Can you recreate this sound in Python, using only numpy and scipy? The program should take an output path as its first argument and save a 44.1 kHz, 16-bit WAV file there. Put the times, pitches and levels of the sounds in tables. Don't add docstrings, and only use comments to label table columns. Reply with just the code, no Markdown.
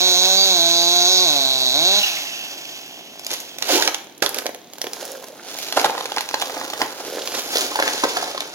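import sys
import numpy as np
from scipy import signal
from scipy.fft import rfft, irfft
from scipy.io import wavfile
from scipy.ndimage import map_coordinates

SR = 44100
rng = np.random.default_rng(int(sys.argv[2]) if len(sys.argv) > 2 else 0)


def to_wav(sig):
    pcm = np.clip(np.atleast_2d(sig), -1, 1) * 32767
    pcm = np.round(pcm).astype(np.int16)
    wavfile.write(sys.argv[1], SR, pcm.T)


N = 376613
TIME_S = np.arange(N) / SR


def from_db(db):
    return 10 ** (np.asarray(db) / 20)


def unit_rms(x):
    return x / np.sqrt(np.mean(x ** 2) + 1e-20)


def curves(rows):
    times_s, *columns = np.transpose(rows)
    return [np.interp(TIME_S, times_s, column) for column in columns]


def drift(knots_per_s):
    knots = rng.standard_normal(N // 20)
    return unit_rms(np.interp(TIME_S * knots_per_s, np.arange(len(knots)), knots))


def swell(peak_s, attack_s, hold_s, release_s):
    t = TIME_S - peak_s
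    log_gain = np.minimum(t, 0) / attack_s - np.maximum(t - hold_s, 0) / release_s
    return np.exp(np.maximum(log_gain, -20))


def add(track, start_s, sound):
    start = int(start_s * SR)
    track[start:start + len(sound)] += sound[:N - start]


def butter(x, order, edge_hz, kind):
    return signal.sosfilt(signal.butter(order, edge_hz, kind, fs=SR, output="sos"), x)


def colour(x, spectrum, size=4096):
    hz, db = np.transpose(spectrum)
    grid_hz = np.maximum(np.fft.rfftfreq(size, 1 / SR), 1)
    gain = from_db(np.interp(np.log(grid_hz), np.log(hz), db))
    cepstrum = irfft(np.log(gain))
    cepstrum[1:size // 2] *= 2
    cepstrum[size // 2 + 1:] = 0
    return signal.oaconvolve(x, irfft(np.exp(rfft(cepstrum))))[:len(x)]


def resonate(x, hz, width_hz):
    r = np.exp(-np.pi * width_hz / SR)
    feedback = [1, -2 * r * np.cos(2 * np.pi * hz / SR), r * r]
    return signal.lfilter(np.array([1, 0, -1]) * (1 - r * r) / 2, feedback, x + 1e-18)


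# (frequency [Hz], gain [dB])
AIR_SPECTRUM = [(25, -17), (60, -24), (130, -5.5), (300, 4), (700, -3), (1300, -15.5), (3500, -9.5),
                (6500, -22), (8000, -27), (16000, -21)]
def air(shared_db=-48.0, width=0.55):
    mid, left, right = [unit_rms(colour(noise, AIR_SPECTRUM)) for noise in rng.standard_normal((3, N))]
    return from_db(shared_db) * (mid + width * np.array([left, right]))


# (frequency [Hz], gain [dB])
ECHO_SPECTRUM = [(80, 5.5), (400, 1), (1500, -0.5), (4000, -2), (8000, -1.5), (16000, 3.5)]
def forest_echo(x, t60_s, near_s, far_db, treble_life, split_hz=1800):
    t = np.arange(65536) / SR
    arrived = t > 0.004
    near = np.exp(-t / near_s) * arrived
    bass_decay = near + from_db(far_db - 60 * t / t60_s) * arrived
    treble_decay = near + from_db(far_db - 60 * t / (t60_s * treble_life)) * arrived
    noise = rng.standard_normal((2, len(t)))
    bass = butter(noise, 2, split_hz, "low") * bass_decay
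    treble = butter(noise, 2, split_hz, "high") * treble_decay
    mid, side = (bass - treble) / np.sqrt(np.sum(bass_decay ** 2))
    side = butter(side, 1, 900, "high")
    responses = [colour(mid + sign * side, ECHO_SPECTRUM) for sign in (1, -1)]
    return np.array([signal.fftconvolve(x, response)[:N] for response in responses])


def saw_echo(saw):
    scattered = colour(saw, [(400, -12), (900, -10.5), (2500, -11), (4000, -14), (7000, -10)])
    return forest_echo(scattered, t60_s=0.74, near_s=0.001, far_db=-25.0, treble_life=0.98)


# (time [s], left lag [samples], midrange left minus right [dB])
HEIGHT_CUES = [(0, 6.5, -6), (3.3, 7, -3), (4.25, 4.5, -10), (4.8, 3, -6.5), (5.8, -4.5, -4.5),
               (6.8, -6.5, -5.5), (7.3, 3.5, -5), (7.55, 8.5, -2), (8.54, 8.5, -2.5)]
def ports(x, offset_samples=0):
    lag_samples, pan_db = curves(HEIGHT_CUES)
    midrange = butter(x, 1, [600, 9000], "band")
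    left, right = x + midrange * (from_db(np.array([pan_db, -pan_db]) / 2) - 1)
    delayed = map_coordinates(left, [np.arange(N) - lag_samples - offset_samples], order=3)
    return np.array([delayed, right])


def metal_tone(hz, waver, flutter_db):
    gain = from_db(flutter_db * drift(110))
    cycles = np.cumsum(hz * (1 + waver * drift(400))) / SR
    return gain * np.sin(2 * np.pi * cycles)


def chain_whine(speed_hz, level_db=-28, harmonic=15):
    envelope = swell(peak_s=2, attack_s=0.087, hold_s=0.093, release_s=0.093)
    return from_db(level_db) * envelope * metal_tone(harmonic * speed_hz, waver=0.06, flutter_db=5.0)


# (time [s], hold [s], level [dB], pitch [Hz], waver [Hz])
BAR_SQUEALS = [(0.377, 0.081, -17, 4620, 9.3), (0.75, 0.091, -21, 4670, 18), (0.97, 0.27, -24, 4580, 14.2),
               (1.09, 0.11, -23, 5330, 45), (2.26, 0.19, -32.5, 2800, 172), (2.648, 0.44, -43.5, 2880, 154)]
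def bar_squeals(attack_s=0.012, release_s=0.013):
    out = np.zeros(N)
    for time_s, hold_s, db, hz, waver_hz in BAR_SQUEALS:
        envelope = from_db(db) * swell(time_s, attack_s, hold_s, release_s)
        out += envelope * metal_tone(hz, waver_hz / hz, flutter_db=1.2)
    return out


# (time [s], level [dB])
CHAIN_LEVEL = [(0, -21.5), (1.2, -23.5), (1.6, -26), (2.05, -22), (2.27, -31.5), (2.8, -36.5), (3.1, -43.5),
               (3.5, -38.5), (4.4, -100)]
# (frequency [Hz], gain [dB])
CHAIN_SPECTRUM = [(150, -50), (350, -24), (750, -4), (1200, -11.5), (1650, -6.5), (2100, -7.5),
                  (3400, -2.5), (4800, -2.5), (6500, -2.5), (7800, -15), (9500, -16.5), (11500, -13),
                  (16000, -15.5)]
# (frequency [Hz], width [Hz], gain [dB])
BAR_MODES = [(2660, 170, 2), (3260, 200, 5), (4200, 40, -17)]
# (time [s], buried share [0-1])
BAR_BURIED = [(1.75, 1), (1.95, 0)]
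# (frequency [Hz], gain [dB])
KERF_DAMPING = [(600, 0), (1200, -4), (3200, -5), (4200, 0)]
def chain(flutter_db=1.5):
    level_db, = curves(CHAIN_LEVEL)
    buried = np.clip(curves(BAR_BURIED)[0], 0, 1)
    hiss = colour(rng.standard_normal(N), CHAIN_SPECTRUM)
    ring = sum(from_db(db) * resonate(hiss, hz, width_hz) for hz, width_hz, db in BAR_MODES)
    free = unit_rms(hiss + 1.12 * ring)
    gain = from_db(level_db + flutter_db * drift(150))
    return gain * (buried * colour(free, KERF_DAMPING) + (1 - buried) * free)


THROTTLE_OFF_S = 1.99
FULL_HZ, BOG_HZ, IDLE_HZ = 187, 143.6, 35

# (time [s], firing rate [Hz])
DRIVEN_SPEED = [(0.01, 180), (0.06, 185), (0.145, 179), (0.23, 186), (0.44, 194.3), (0.5, 187.5),
                (0.6, 168), (0.74, 172), (0.85, 172), (0.95, 178), (1.04, 177), (1.11, 186), (1.24, 181.5),
                (1.3, 150), (1.4, 137), (1.46, 133), (1.58, 131), (1.71, 125.3), (1.87, 185.5),
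                (1.98, 207.5)]
def engine_speed(coast_s=0.5):
    driven_hz, = curves(DRIVEN_SPEED)
    return IDLE_HZ + (driven_hz - IDLE_HZ) * np.exp(-np.maximum(TIME_S - THROTTLE_OFF_S, 0) / coast_s)


def engine_levels(hz, closing_s=0.019, sputter_db=3.5, fade_db_per_s=62, idle_rasp_db=-57):
    shut_s = np.maximum(TIME_S - THROTTLE_OFF_S, 0)
    throttle = np.maximum(1 - shut_s / closing_s, 0)
    open_note_db = -25 + 37 * np.minimum(np.log2(hz / BOG_HZ), 0)
    open_rasp_db = -11.5 + 6.5 * np.minimum(np.log2(hz / FULL_HZ), 0)
    shut_note_db = -56 + 7.5 * np.log2(hz / IDLE_HZ) + sputter_db * drift(13)
    shut_rasp_db = np.maximum(-21 - fade_db_per_s * shut_s, idle_rasp_db)
    return (throttle * open_note_db + (1 - throttle) * shut_note_db,
            throttle * open_rasp_db + (1 - throttle) * shut_rasp_db)


def firings(cycles, hz):
    at = np.flatnonzero(np.diff(np.floor(cycles)) > 0)[:-1]
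    early = np.clip((cycles[at + 1] % 1) * SR / hz[at], 0, 1)
    pulses = np.zeros(N)
    pulses[at], pulses[at + 1] = early, 1 - early
    return unit_rms(pulses * np.sqrt(SR / hz))


# (frequency [Hz], width [Hz], gain [dB])
SHELL_MODES = [(3820, 394, 7.5), (4145, 280, 7), (4396, 110, 1.5), (4646, 92, 0), (5270, 510, -12.5),
               (6260, 170, -2.5), (6624, 176, -6.5)]
# (time [s], gain [dB])
SHELL_TREBLE = [(0, 0), (0.16, 3.5), (0.5, 0.5), (0.9, 1), (1.1, 4), (1.3, -0.5), (1.5, -8.5), (1.72, -2.5),
                (1.95, -1.5), (2.4, 12.5)]
def muffler(blast, treble_above_hz=5000):
    treble_db, = curves(SHELL_TREBLE)
    shell = np.zeros(N)
    for k, (hz, width_hz, db) in enumerate(SHELL_MODES):
        gain = from_db(db + treble_db * (hz > treble_above_hz))
        shell += (-1) ** k * gain * resonate(blast, hz, width_hz)
    tone = [(1500, -12), (2900, -3.5), (3700, 2), (6700, 5.5), (7800, 4), (12000, -33)]
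    return unit_rms(colour(shell, tone))


# (frequency [Hz], gain [dB])
EXHAUST_SPECTRUM = [(100, -16.5), (180, -7.5), (260, -0.5), (365, 2), (470, -10.5), (560, 0.5), (710, 8),
                    (900, -3.5), (1080, -3), (1270, -16.5), (1500, -4.5), (1850, -23.5), (2260, -3),
                    (2800, -11), (3300, 1), (4400, -39)]
def engine(hz, wobble=0.0007, ragged_octaves=0.45, scatter_cycles=0.004, uneven_db=0.8, jet_db=-21.0):
    note_db, rasp_db = engine_levels(hz)
    bogged = np.clip(np.log2(FULL_HZ / hz) / ragged_octaves, 0, 1)
    cycles = np.cumsum(hz * (1 + wobble * drift(60))) / SR
    puffs = 0.22 * unit_rms(np.exp(-9 * (cycles % 1)) * rng.standard_normal(N))
    ragged = firings(cycles + bogged * scatter_cycles * drift(150), hz)
    blast = (ragged + puffs * (1 + 0.9 * bogged)) * from_db(uneven_db * drift(170))
    jet_tone = [(2000, -2), (7000, 12.5), (8500, 9.5), (9600, -1), (11500, 8), (16000, -35)]
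    jet = unit_rms(colour(blast + puffs, jet_tone))
    pulses = firings(cycles, hz) * from_db(0.5 * drift(120))
    exhaust = unit_rms(colour(pulses + 0.18 * puffs, EXHAUST_SPECTRUM))
    return from_db(note_db) * exhaust + from_db(rasp_db) * (muffler(blast) + from_db(jet_db) * jet)


# (time [s], length [s], pulse rate [1/s], level [dB], first pitch [Hz],
# last pitch [Hz], ring before the cap [s])
WOOD_CREAKS = [(3.683, 0.023, 170, -24, 775, 610, 0.0047), (3.714, 0.08, 152, -21.5, 307, 408, 0.007),
               (3.76, 0.062, 170, -23, 820, 856, 0.0076), (4.985, 0.24, 49, -38, 522, 560, 0.0077),
               (5.263, 0.068, 44, -42.5, 583, 620, 0.0072), (6.432, 0.27, 25, -43, 520, 423, 0.0036),
               (7.02, 0.3, 68, -35.5, 447, 520, 0.002)]
def wood_creaks(gap_spread=0.15, detune=0.08, spread_db=2.2, ring_cap_s=0.007, attack_s=0.00095):
    t, out = np.arange(2048) / SR, np.zeros(N)
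    for start_s, length_s, per_s, db, first_hz, last_hz, ring_s in WOOD_CREAKS:
        fade = np.exp(-t / min(ring_s, ring_cap_s)) * (1 - np.exp(-t / attack_s))
        gaps, sizes, pitches = rng.standard_normal((3, 64))
        progress = (np.cumsum(np.exp(gap_spread * gaps)) - 0.5) / (per_s * length_s)
        gain = from_db(db + spread_db * sizes) * np.sqrt(2 * SR / per_s / np.sum(fade ** 2))
        hz = (first_hz + (last_hz - first_hz) * progress) * np.exp(detune * pitches)
        for i in np.flatnonzero((progress > 0) & (progress < 1)):
            arch = np.sqrt(np.sin(np.pi * progress[i]))
            pulse = fade * np.sin(2 * np.pi * hz[i] * t)
            add(out, start_s + length_s * progress[i], gain[i] * arch * pulse)
    return butter(out, 4, 270, "high")


# (time [s], boughs [dB], twigs [dB])
CROWN_FALL = [(5.25, -62, -89), (5.43, -48, -47.5), (5.6, -43, -36), (5.95, -41.5, -40), (6.28, -45, -41.5),
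              (6.55, -38.5, -38), (6.95, -41, -44), (7.25, -42, -38.5), (7.72, -39.5, -37),
              (7.87, -30, -30), (8.0, -38.5, -31), (8.24, -34.5, -34), (8.35, -42, -39), (8.54, -43.5, -43)]
# (time [s], attack [s], hold [s], release [s], body [dB], splintering [dB])
TEAR_SURGES = [(3.31, 0.015, 0.013, 0.054, -36.5, -29), (3.709, 0.035, 0.052, 0.065, -25.5, -20),
               (4.223, 0.001, 0.0025, 0.021, -21, -23), (4.364, 0.047, 0.025, 0.034, -37, -39.5),
               (5.016, 0.15, 0.033, 0.19, -43.5, -46), (5.77, 0.0029, 0.0038, 0.033, -20, -25.5),
               (5.847, 0.0026, 0.013, 0.0069, -23, -28), (6.812, 0.028, 0.013, 0.022, -31, -39),
               (7.349, 0.029, 0.052, 0.0097, -33, -32), (7.533, 0.022, 0.11, 0.04, -33.5, -29.5),
               (8.03, 0.0049, 0.011, 0.02, -31, -32.5)]
def strain():
    power = from_db(curves(CROWN_FALL)) ** 2 * (TIME_S > CROWN_FALL[0][0])
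    for time_s, attack_s, hold_s, release_s, body_db, splinter_db in TEAR_SURGES:
        surge = swell(time_s, attack_s, hold_s, release_s)
        power += np.outer(from_db([body_db, splinter_db]), surge) ** 2
    return np.sqrt(power)


def fibre_clicks(per_s, spread_db):
    sizes = from_db(spread_db * np.minimum(rng.exponential(1, N), 4))
    return sizes * rng.choice([-1, 1], N) * (rng.random(N) < per_s / SR) / np.sqrt(per_s)


# (frequency [Hz], gain [dB])
GROAN_SPECTRUM = [(60, -27.5), (140, -21.5), (200, -11), (280, -6), (420, 0.5), (600, -0.5), (850, -1.5),
                  (1130, -9), (1550, -5), (2400, -24.5)]
# (frequency [Hz], gain [dB])
SPLINTER_SPECTRUM = [(120, -37), (400, -25), (1000, -21), (1550, -9.5), (2100, -2.5), (3500, 1.5),
                     (5200, 1), (7000, 0), (7900, -14), (9300, -9), (11500, -5), (16000, -16)]
# (time [s], power share [0-1])
SWISH_SHARE = [(7.0, 0), (7.5, 0.45)]
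def tearing(thick_gain, thin_gain, usual_strain_db=-35, clump_db=3.6):
    load = np.clip(thin_gain / from_db(usual_strain_db), 1, 10)
    clumps = from_db(clump_db / np.sqrt(load) * drift(140))
    groan = unit_rms(colour(fibre_clicks(per_s=1500 * load, spread_db=2.0) * clumps, GROAN_SPECTRUM))
    crackle = unit_rms(colour(fibre_clicks(per_s=1100 * load, spread_db=3.5) * clumps, SPLINTER_SPECTRUM))
    swish = unit_rms(colour(rng.standard_normal(N) * np.sqrt(clumps), SPLINTER_SPECTRUM))
    share = np.clip(curves(SWISH_SHARE)[0], 0, 1)
    thin = np.sqrt(1 - share) * crackle + np.sqrt(share) * swish
    return from_db(0.5) * thick_gain * groan + from_db(2.0) * thin_gain * thin


def twig_ticks(thin_gain, per_s=42, above_db=16.5, spread_db=4.5, cap_db=-16):
    peak_db = np.minimum(20 * np.log10(thin_gain) + above_db + spread_db * rng.standard_normal(N), cap_db)
    breaks = from_db(peak_db) * rng.choice([-1, 1], N) * (rng.random(N) < per_s / SR)
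    tick = butter(colour(signal.unit_impulse(N), SPLINTER_SPECTRUM), 1, 8000, "high")
    return signal.fftconvolve(breaks, tick / np.abs(tick).max())[:N]


# (time [s], gain [dB])
WOOD_SHELF = [(3.2, -6), (3.75, -2.5), (4.3, 1.5), (5.1, 7), (5.8, -3.5), (6.9, 0.5), (7.5, 1), (8.5, -14)]
def wood_tone(x, edge_hz=7200):
    treble_db, = curves(WOOD_SHELF)
    dull = butter(x, 1, edge_hz, "low")
    return dull + from_db(treble_db) * (x - dull)


def fibre_burst(parting_s, tail_s, tail_db):
    t = np.arange(8192) / SR
    parting = (t / parting_s * np.exp(1 - t / parting_s)) ** 2
    rattle = from_db(tail_db) * np.exp(-t / tail_s) * (1 - np.exp(-t / parting_s))
    return (parting + rattle) * rng.standard_normal(len(t))


def snap(thickness_db, doubling_db=62):
    tilt = [(1600, 1.28), (2050, 0.6), (3800, 0.6), (6800, 0), (9000, -0.13)]   # Hz, dB per dB
    parting_s = 0.0013 * 2 ** (thickness_db / doubling_db)
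    crack = colour(fibre_burst(parting_s, tail_s=0.0044, tail_db=-11), SPLINTER_SPECTRUM)
    crack = colour(crack, [(hz, slope * thickness_db) for hz, slope in tilt])
    return from_db(1.0) * crack / np.abs(crack).max()


def knock(hz, width_hz=330, ring_db=4, upper_hz=1570, upper_db=-8):
    blow = fibre_burst(parting_s=0.0022, tail_s=0.012, tail_db=-10.5)
    thud = unit_rms(butter(colour(blow, GROAN_SPECTRUM), 1, 320, "high"))
    ring, upper = [unit_rms(resonate(resonate(blow, f, width_hz), f, f)) for f in (hz, upper_hz)]
    wood = thud + from_db(ring_db) * ring + from_db(upper_db) * upper
    return from_db(-0.5) * wood / np.abs(wood).max()


def small_fractures(thick_gain, thin_gain, count=55, spread_db=5, snap_cap_db=-20, knock_cap_db=-18):
    slots = np.arange(count) + rng.random(count)
    times_s = np.interp(slots, [0, count], [TEAR_SURGES[0][0], TIME_S[-1]])
    at = (times_s * SR).astype(int)
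    snaps, knocks, pitches = rng.standard_normal((count, 3)).T
    snap_db = np.minimum(20 * np.log10(thin_gain[at]) - 1 + spread_db * snaps, snap_cap_db)
    knock_db = np.minimum(20 * np.log10(thick_gain[at]) + 13 + spread_db * knocks, knock_cap_db)
    pitch_hz = 655 * np.exp(0.44 * pitches)
    return list(zip(times_s, snap_db, knock_db, pitch_hz))


# (time [s], snap level [dB], knock level [dB], knock pitch [Hz])
MAIN_FRACTURES = [(3.194, -19, -35.5, 646), (3.2465, -16.5, -35, 760), (3.265, -8.5, -30, 656),
                  (3.314, -12, -37, 600), (3.3372, -7, -48, 646), (3.402, -15, -45, 600),
                  (3.559, -35, -49, 600), (3.5842, -14, -29, 663), (3.623, -4, -20, 624),
                  (3.8226, -2, -16.5, 647), (3.8753, 4, -15, 687), (3.885, -19, -10, 650),
                  (3.925, -35, -25, 900), (3.9442, -7, -22.5, 734), (4.044, -35, -58, 620),
                  (4.1794, -30.5, -71, 652), (4.2234, -6.5, -11, 1150), (4.2612, -3, -20.5, 950),
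                  (4.2914, -13, -54, 650), (4.344, -13, -31, 520), (4.367, -29, -20.5, 547),
                  (4.3852, -11.5, -26.5, 530), (4.4574, -23.5, -13, 490), (4.4646, -11, -18, 483),
                  (4.4922, -34, -18, 498), (4.546, -25.5, -28, 520), (4.734, -24.5, -32, 604),
                  (4.7827, -26, -28.5, 580), (4.8153, -11, -22.5, 660), (4.8412, -22, -16, 470),
                  (4.868, -19, -18, 475), (4.9324, -16, -28, 536), (4.967, -40, -25, 550),
                  (5.028, -26, -20.5, 540), (5.0522, -22, -53, 600), (5.117, -25.5, -55, 600),
                  (5.225, -36, -31, 552), (5.241, -28, -25.5, 540), (5.2835, -28, -32, 540),
                  (5.5864, -14, -26, 694), (5.724, -10.5, -20, 700), (5.7735, -10, -1.5, 720),
                  (5.7825, -15, -12, 760), (5.796, -6, -13, 830), (5.8445, -2.5, -3, 774),
                  (5.8605, -17, -14, 1000), (5.8965, -22, -11, 690), (5.9512, -22, -13, 780),
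                  (5.9785, -15, -12.5, 824), (6.008, -16, -17, 790), (6.0555, -13.5, -16.5, 510),
                  (6.119, -15, -16, 750), (6.163, -11, -20.5, 765), (6.1722, -23, -7, 716),
                  (6.182, -6, -16, 1600), (6.2072, -10.5, -22, 814), (6.2884, -11.5, -24, 830),
                  (6.311, -18, -21, 820), (6.3419, -10, -7, 810), (6.4165, -9, -28, 760),
                  (6.422, -10, -10, 735), (6.497, -27, -16, 774), (6.568, -28, -17, 780),
                  (6.613, -22, -16.5, 791), (6.7, -14, -24, 750), (6.7345, -15.5, -16.5, 697),
                  (6.816, -2.5, -6, 595), (6.822, -21, -14, 840), (7.171, -35, -16, 480),
                  (7.274, -12, -22, 950), (7.556, -12, -11.5, 490), (7.5692, -4, -17, 600),
                  (7.582, -10, -30, 600), (7.608, -6.5, -33, 603), (7.757, -10, -8, 830),
                  (7.7905, -24, -7, 885), (7.799, -5, -9, 665), (7.824, -5.5, -7, 1590),
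                  (7.877, -6, -6.5, 1640), (7.886, -12, -13, 705), (8.0375, -6, -2, 536),
                  (8.043, -21, -13, 810), (8.051, -23, -9, 470), (8.169, -8, -8.5, 710),
                  (8.228, -23, -12, 637), (8.241, -12.5, -21, 600), (8.348, -24, -17.5, 635),
                  (8.377, -11, -17, 1110), (8.4047, -7.5, -23, 690)]
def fractures(rows, knock_lead_s=0.002114, usual_knock_db=-25):
    out = np.zeros(N)
    for time_s, snap_db, knock_db, hz in rows:
        thickness_db = np.clip(knock_db - usual_knock_db, -26, 10)
        add(out, time_s - knock_lead_s, from_db(knock_db) * knock(hz))
        add(out, time_s, from_db(snap_db) * snap(thickness_db))
    return out


def scene():
    speed_hz = engine_speed()
    saw = engine(speed_hz) + chain() + chain_whine(speed_hz) + bar_squeals()
    thick_gain, thin_gain = strain()
    lower, upper = [wood_tone(tearing(thick_gain, thin_gain)) for _ in range(2)]
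    breaks = fractures(MAIN_FRACTURES) + fractures(small_fractures(thick_gain, thin_gain))
    cracks = wood_tone(breaks) + wood_creaks() + twig_ticks(thin_gain)
    tree = ports(lower + cracks, offset_samples=0.0087) + ports(upper, offset_samples=-2.57)
    saw_with_echo = ports(saw) + saw_echo(saw)
    tree_echo = forest_echo(lower + upper + cracks, t60_s=0.61, near_s=0.0053, far_db=-9, treble_life=0.71)
    return air() + saw_with_echo + from_db(-9.0) * tree_echo + tree


def record(dry, ceiling=1.1, rumble_hz=50, cutoff_hz=16000):
    rounded = ceiling * np.tanh(dry / ceiling)
    lowpass = signal.ellip(10, 0.2, 70, cutoff_hz, fs=SR, output="sos")
    return signal.sosfilt(lowpass, butter(rounded, 1, rumble_hz, "high"))


dry = scene()
out = record(dry)
to_wav(out)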